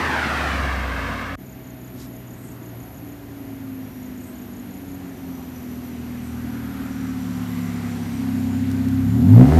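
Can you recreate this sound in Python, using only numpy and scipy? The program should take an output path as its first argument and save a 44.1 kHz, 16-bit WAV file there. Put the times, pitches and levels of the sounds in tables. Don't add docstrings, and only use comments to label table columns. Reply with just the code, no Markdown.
import sys
import numpy as np
from scipy import signal
from scipy.fft import rfft, irfft
from scipy.io import wavfile
from scipy.ndimage import uniform_filter1d

SR = 44100
rng = np.random.default_rng(int(sys.argv[2]) if len(sys.argv) > 2 else 0)


def dump_mix(stems):
    frames = np.atleast_2d(stems).T
    limited = np.clip(frames, -1, 1)
    pcm = np.round(limited * 32767).astype(np.int16)
    wavfile.write(sys.argv[1], SR, pcm)


def how_loud(loudness_db):
    steps = np.asarray(loudness_db, float) / 20
    return 10 ** steps


N = 422919
CUT_S, FADE_IN_S = 1.3542, 0.039

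# time_s, drone_db, engine_db, tyre_roar_db
RECEDING_CAR = [(0.0, -36.5, -28, -24), (0.25, -32.5, -47, -24.5), (0.42, -30, -38, -24),
                (0.6, -25, -30.5, -26.5), (0.86, -26.5, -34.5, -30), (1.104, -33, -28, -29.5),
                (1.2, -39, -30.5, -31), (1.35, -37, -28, -34.5)]
# firing_multiple, level_db
RECEDING_ORDERS = [(2, 1), (3, -12), (4, -6), (5, -5.5), (6, -1.5)]
# freq_hz, density_db
RECEDING_ROAD = [(74, -13), (125, -1.5), (173, -3), (203, -6), (228, -2.5), (421, -6.5), (611, -7),
                 (832, -6), (1330, -3.5), (1720, -4), (6000, -30), (7800, -55), (13200, -120)]
# time_s, lag_ms
ROAD_ECHO = [(0, 0.98), (.3, 1.46), (.6, 1.72), (.9, 1.88), (1.35, 1.76)]

# time_s, firing_hz, level_db, boom_db_per_octave below the tail pipe, throttle_0_to_1
ENGINE = [(1.36, 64.46, -47, 1, 0), (2.07, 61.24, -42, -0.5, 0), (2.88, 58.25, -41.5, 1.5, 0.07),
          (3.26, 56.58, -44, -1.5, 0.06), (3.73, 52.62, -34.5, -7.5, 0.03), (4.4, 48.9, -37.5, -11, 0),
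          (5.1, 45.08, -37, -4, 0.09), (5.7, 40.96, -34.5, -5.5, 0.04), (6.5, 39.6, -32.5, -3, 0.06),
          (7.2, 36.82, -29.5, -6.5, 0), (8.11, 33.58, -30, -3, 0.02), (8.28, 32.58, -26, -4, .15),
          (9.03, 32.88, -24.5, -0.5, 0.1), (9.2, 40.88, -20, -1, .3), (9.364, 59.37, -10.5, 2.5, 0.47),
          (9.42, 66.1, -9, 2.5, 0.75), (9.465, 71.34, -14, 4, 0.51), (9.59, 85.5, -13.5, 7.5, 0.69)]
# centre_hz, half_width_hz, steepness
PIPES = [
    (100, 21.1, 1.01),
    (180, 10.7, 0.89),
    (245.75, 22.95, 2.62),
]
PIPES_DB = [
    -0.3,
    -2,
    0.9,
]
# centre_hz, half_width_hz
HALF_RING = (242.6, 22)
# centre_hz, width_hz, level_db
RASP = [(374.6, 64, 7.5), (532, 107, -0.5), (741, 124, -2.5), (844, 330, -6.5), (1235, 220, -20)]
# time_s, level_db
SHADES = [
    (2.94, -8),
    (3.92, -5),
    (5.171, -11),
]
# time_s, roar_db
TYRES = [(1.36, -56), (4.41, -51.5), (6.22, -47.5), (7.91, -41.5), (9.22, -44.5), (9.59, -35)]
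# freq_hz, density_db
TYRE_ROAR = [(290, 0.5), (500, -3.5), (603, -9), (727, 0), (835, -5), (1030, -6.5), (2010, -7), (3500, -17),
             (4550, -21), (7700, -120)]
# peak_s, level_db, centre_hz, width_hz, half_length_s
WHOOSHES = [
    (6.82, -47, 1360, 560, 0.55),
    (7.71, -51, 2050, 320, 0.35),
    (7.55, -50, 1120, 460, 0.45),
    (8.66, -55, 1533, 180, 0.53),
]
# time_s, peak_db
GRIT = [
    (8.701, -39),
    (8.7143, -31),
    (8.8853, -34),
]

# freq_hz, density_db
TOWN = [(15, -42), (25, -4.5), (117, -4), (194, -6.5), (257, -1), (471, -18), (638, -20.5), (910, -25),
        (2210, -28.5), (5090, -42.5), (6890, -35.5), (7820, -82), (10600, -51), (13800, -70), (22000, -120)]
# time_s, pitch_hz, level_db
FAN = [(1.36, 643, -55.5), (4.3, 641, -57.5), (6.2, 642, -67)]
# peak_s, level_db, centre_hz, width_hz, half_length_s
RUSTLES = [
    (2.02, -49, 4900, 7000, 0.047),
    (2.455, -56.5, 8060, 2010, 0.092),
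    (4.27, -57, 8296, 1987, 0.069),
    (6.28, -57, 8300, 2000, .06),
    (8.152, -55, 8376, 1500, 0.04),
]

# centre_hz, width_hz, level_db, throb_hz
CHORUS = [(13100, 1200, -57.5, 95), (11960, 840, -61, 80), (11530, 850, -61.5, 70), (9400, 640, -68.5, 60),
          (5960, 140, -88.5, 24), (7000, 400, -69, 19)]
# start_s, length_s, level_db, centre_hz, width_hz
TRILLS = [(5.4, 1.155, -64, 7200, 220), (6.83, 0.85, -56, 7254, 220), (7.5, .5, -53, 7200, 240),
          (8.33, 0.64, -53, 7030, 200), (9.03, 0.31, -51, 7070, 260), (3.795, 0.33, -62, 5750, 200),
          (5.1, 1.5, -58, 5920, 260), (6.9, 1.34, -54, 5830, 379.6), (2.27, 0.1996, -60, 12200, 500),
          (4.2, .3, -53, 12160, 501), (5.15, .75, -53, 12150, 500), (9.27, .4, -49, 13100, 1100)]
# last_chirp_s, peak_db
THREES = [(1.5229, -47), (1.7001, -47.5), (1.8738, -47.5), (2.3359, -47.5), (2.6894, -48), (4.2376, -48),
          (4.415, -47.5), (4.5941, -47), (4.7677, -47.5), (4.9443, -48)]
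# last_chirp_s, peak_db
TWOS = [(2.0164, -48), (2.1596, -48), (2.5133, -46), (2.8301, -47), (2.9743, -48), (3.1185, -48.5),
        (4.0583, -47.5), (5.0894, -50)]
# end_s, length_s, level_db
PHRASES = [(2.23, 0.73, -51), (3.125, 0.75, -51), (4.045, .76, -52.5), (4.975, .78, -52),
           (5.9, 0.88, -53.5), (6.875, 0.84, -51.5), (7.69, 0.57, -50), (8.5, 0.5, -52), (9.35, .68, -51.5),
           (9.9, .5, -50)]

CRACK_S, CRACK_LEAD = 9.411, 0.42


def level(x, db=0):
    return x * how_loud(db) / np.sqrt(np.mean(x ** 2))


def even(x, span_s):
    return x / np.sqrt(uniform_filter1d(x ** 2, int(span_s * SR)) + 1e-12)


def seconds():
    return np.arange(N) / SR


def columns(table):
    time_s, *rest = np.transpose(table)
    return [np.interp(seconds(), time_s, column) for column in rest]


def sine(hz):
    return np.sin(2 * np.pi * np.cumsum(hz) / SR)


def band(x, hz, width_hz):
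    return signal.lfilter(*signal.iirpeak(hz, hz / width_hz, fs=SR), x)


def hiss(hz, width_hz):
    return level(band(band(rng.standard_normal(N), hz, width_hz), hz, width_hz))


def walk(rate_hz):
    hold = int(SR / rate_hz)
    held = np.repeat(rng.standard_normal(N // hold + 1), hold)
    return level(uniform_filter1d(uniform_filter1d(held, hold), hold)[:N])


def coloured(points, flicker_db, rate_hz):
    hz = np.maximum(np.fft.rfftfreq(N, 1 / SR), 1)
    f, db = np.transpose(points)
    shape_db = np.interp(np.log(hz), np.log(f), db, -120, -120)
    spectrum = rfft(rng.standard_normal(N)) * how_loud(shape_db)
    place = 2 * np.log2(hz / f[0])
    total = 0
    for k in range(int(2 * np.log2(f[-1] / f[0])) + 2):
        part = irfft(spectrum * np.clip(1 - abs(place - k), 0, 1), N)
        total = total + part * how_loud(flicker_db * walk(rate_hz))
    return level(total)


def swells(table, flicker_db, rate_hz):
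    out = np.zeros(N)
    for peak_s, db, hz, width_hz, half_s in table:
        rise_fall = np.exp(-((seconds() - peak_s) / half_s) ** 2)
        out += how_loud(db + flicker_db * walk(rate_hz)) * rise_fall * hiss(hz, width_hz)
    return out


def gate(start_s, length_s, edge_s):
    t = seconds()
    return np.clip(np.minimum(t - start_s, start_s + length_s - t) / edge_s, 0, 1)


def trees(x, t60_s, wet_db, gap_s):
    t = np.arange(int(t60_s * SR)) / SR
    tail = rng.standard_normal(len(t)) * np.exp(-np.log(1000) * t / t60_s) * (t > gap_s)
    return x + how_loud(wet_db) * signal.fftconvolve(x, tail / np.sqrt(np.sum(tail ** 2)))[:N]


def passing_car():
    drone_db, engine_db, roar_db = columns(RECEDING_CAR)
    lag_ms, = columns(ROAD_ECHO)
    t = seconds()
    drone_hz, sag_hz_per_s, firing_hz = 78, 17, 45.33
    drone = np.sqrt(2) * np.sin(2 * np.pi * (drone_hz * t - sag_hz_per_s * t ** 2 / 2))
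    engine = np.zeros(N)
    for k, db in RECEDING_ORDERS:
        phase = 2 * np.pi * k * firing_hz * t + 6 * rng.random() + 0.76 * walk(15.14)
        engine += how_loud(db + 1.6 * walk(9.1)) * np.sin(phase)
    road = coloured(RECEDING_ROAD, flicker_db=0.6, rate_hz=14)
    i = np.arange(N)
    echo = np.interp(i - lag_ms * SR / 1000, i, road)
    road = road + 0.45 * band(echo, 1300, 3000)
    tread = how_loud(-19.5) * hiss(4500, 8000)
    return how_loud(drone_db) * drone + how_loud(engine_db - 3) * level(engine) + how_loud(roar_db) * (level(road, 1) + tread)


def firing_phase(firing_hz):
    phase = np.cumsum(firing_hz) / SR
    return phase - phase[int(CRACK_S * SR)] - CRACK_LEAD


def order_gains(order, step):
    hz, level_db, boom_db, throttle = columns(ENGINE)
    for shade_s, db in SHADES:
        level_db = level_db + db * np.exp(-((seconds() - shade_s) / 0.04) ** 2)
    lift = 1 + 0.0035 * (np.minimum.accumulate(hz) - 33) + 0.15 * throttle
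    at_pipe_hz = order * (hz / lift)[::step]
    gain = 0
    for (centre_hz, half_hz, steep), pipe_db in zip(PIPES, PIPES_DB):
        db = level_db + pipe_db + boom_db * np.log2(PIPES[-1][0] / centre_hz)
        off = (at_pipe_hz - centre_hz) / half_hz
        ring = (order % 1 == 0) / (1 + 1j * np.sqrt(2) * off - off ** 2) ** steep
        gain = gain + np.sqrt(2) * how_loud(db[::step]) * ring
    tail_db = level_db + PIPES_DB[2]
    half_db = -7 - 5 * throttle
    narrow = 0.08 + 1 / (1 + ((at_pipe_hz - HALF_RING[0]) / HALF_RING[1]) ** 4)
    is_half = (order % 1 > 0) * (at_pipe_hz > 70) * (at_pipe_hz < 290)
    gain = gain + is_half * how_loud((tail_db + half_db)[::step]) * narrow
    return gain / (1 + 1.3 * throttle[::step] * (68 / at_pipe_hz) ** 4)


def firing_orders(phase):
    step = 64
    order = np.arange(1, 25)[:, None] / 2
    tone = np.zeros(N)
    for k, coarse in zip(order[:, 0], order_gains(order, step)):
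        gain = np.interp(np.arange(N), np.arange(0, N, step), coarse)
        turn = 2 * np.pi * k * phase + (0.14 + 1.6 * (k % 1)) * walk(15)
        tone -= (gain * how_loud(1.3 * walk(9)) * np.exp(1j * turn)).real
    return tone


def puff_rasp(puffs, phase, throttle):
    shut_db, open_db = -52.5, -6
    rasp_db = shut_db + (open_db - shut_db) * throttle
    gas_gain = how_loud(-0.9 * rasp_db - 48).clip(0, 0.09)
    gas = puffs + gas_gain * np.exp(-(phase % 1) / 0.56) * rng.standard_normal(N)
    rasp = sum(how_loud(db) * band(band(gas, hz, width_hz), hz, width_hz) for hz, width_hz, db in RASP)
    return how_loud(rasp_db) * even(rasp, 0.2)


def shock_crack(puffs, throttle):
    shock = puffs ** 3 * np.clip(throttle - 0.3, 0, 1) ** 1.5
    dulled = signal.lfilter(*signal.butter(3, 1550, fs=SR), shock)
    return how_loud(26) * band(dulled, 600, 800)


def exhaust():
    firing_hz, _, _, throttle = columns(ENGINE)
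    phase = firing_phase(firing_hz)
    at = np.flatnonzero(np.diff(np.floor(phase + CRACK_LEAD)))
    puffs = np.zeros(N)
    puffs[at] = how_loud(1.2 * rng.standard_normal(len(at)))
    out = firing_orders(phase) - shock_crack(puffs, throttle) + puff_rasp(puffs, phase, throttle)
    return trees(out, t60_s=0.4, wet_db=-14, gap_s=0.012)


def tyres_and_jet():
    roar_db, = columns(TYRES)
    jet_shut_db, jet_open_db = -85.5, -44
    jet = how_loud(jet_shut_db + (jet_open_db - jet_shut_db) * columns(ENGINE)[-1])
    roar = (how_loud(roar_db) + jet) * coloured(TYRE_ROAR, flicker_db=1.5, rate_hz=13)
    return roar + (how_loud(roar_db - 7) + jet * how_loud(-9.5)) * hiss(3430, 9300)


def town():
    return level(coloured(TOWN, flicker_db=1, rate_hz=6), -39.5)


def far_fan():
    hum_hz, hum_db = columns(FAN)
    fade = np.clip(FAN[-1][0] - seconds(), 0, 1)
    return np.sqrt(2) * how_loud(hum_db + 2.2 * walk(14)) * fade * sine(hum_hz)


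def cricket_chorus():
    out = np.zeros(N)
    for hz, width_hz, db, throb_hz in CHORUS:
        throb = 1 + 0.16 * np.sin(2 * np.pi * throb_hz * seconds() + walk(4.2))
        out += level(hiss(hz, width_hz) * throb * how_loud(0.56 * walk(3.66)), db)
    return out


def near_cricket():
    gap_s, first_db = 0.0312, -1.5
    u = np.arange(int(0.015 * SR)) / SR
    chirp = np.sin(np.pi * u / u[-1]) * np.sin(2 * np.pi * (7450 * u - 42000 * u ** 2))
    out = np.zeros(N)
    for count, groups in ((2, TWOS), (3, THREES)):
        for last_s, db in groups:
            for k in range(count):
                start = int((last_s - 0.002 - k * gap_s) * SR)
                out[start:start + len(u)] += how_loud(db - 1 + first_db * (k == count - 1)) * chirp
    return out


def bush_cricket():
    strokes_hz, swell_db, swell_share = 106.3, -9, 0.61
    swell = np.zeros(N)
    for end_s, length_s, db in PHRASES:
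        start_s = end_s - length_s
        short_of_full = np.clip(1 - (seconds() - start_s) / (swell_share * length_s), 0, 1)
        swell += how_loud(db + swell_db * short_of_full) * gate(start_s, length_s, edge_s=0.015)
    stroke = np.cumsum(strokes_hz * (1 + 0.01 * walk(40))) / SR % 1
    pitch_hz = 12300 - 2200 * stroke + 120 * walk(300)
    shape = np.exp(-((stroke - 0.3) / 0.19) ** 2) * how_loud(1.3 * walk(90))
    return how_loud(-4 + 0.7 * walk(12)) * swell * level(shape * sine(pitch_hz))


def leaves():
    return swells(RUSTLES, flicker_db=1.5, rate_hz=170)


def cricket_trills():
    out = np.zeros(N)
    for start_s, length_s, db, hz, width_hz in TRILLS:
        out += how_loud(db) * gate(start_s, length_s, edge_s=0.017) * hiss(hz, width_hz)
    beat = 1 + 0.41 * np.sin(2 * np.pi * 48 * seconds() + 2 * walk(5.5))
    return how_loud(2.5 * walk(30) - 7) * out * beat


def kerb_whooshes():
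    return swells(WHOOSHES, flicker_db=-0.5, rate_hz=8)


def grit():
    out = np.zeros(N)
    length = 400
    decay = np.exp(-np.arange(length) / SR / 0.0029)
    for time_s, db in GRIT:
        start = int(time_s * SR)
        out[start:start + length] += how_loud(db + 1) * band(decay * rng.standard_normal(length), 3460, 6010)
    return out


def scene():
    t = seconds()
    insects = level(hiss(13100, 1800), -57.5)
    before = passing_car() + insects
    car = exhaust() + tyres_and_jet() + kerb_whooshes() + grit()
    night = town() + far_fan() + cricket_chorus() + near_cricket()
    night += bush_cricket() + leaves() + cricket_trills()
    fade_in = np.clip((t - CUT_S) / FADE_IN_S, 0, 1) ** 2.3
    return np.where(t < CUT_S, before, (car + night) * fade_in)[None]


def low_pass(x):
    return signal.sosfilt(signal.butter(12, 15580, fs=SR, output="sos"), x)


def record(dry):
    bass_cut = signal.butter(5, 55, "high", fs=SR, output="sos")
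    x = np.clip(signal.sosfilt(bass_cut, dry), -1, 1)
    top_pass = signal.ellip(10, 0.005, 50, 13900, "high", fs=SR, output="sos")
    top = signal.sosfiltfilt(top_pass, x)
    strength = uniform_filter1d(top ** 2, size=1024) * how_loud(2.5 * walk(25))
    strong = strength > np.quantile(strength, 0.7)
    kept = uniform_filter1d(1.0 * strong, size=512)
    return low_pass(x - (1 - kept) * top)


dry = scene()
out = record(dry)
dump_mix(out)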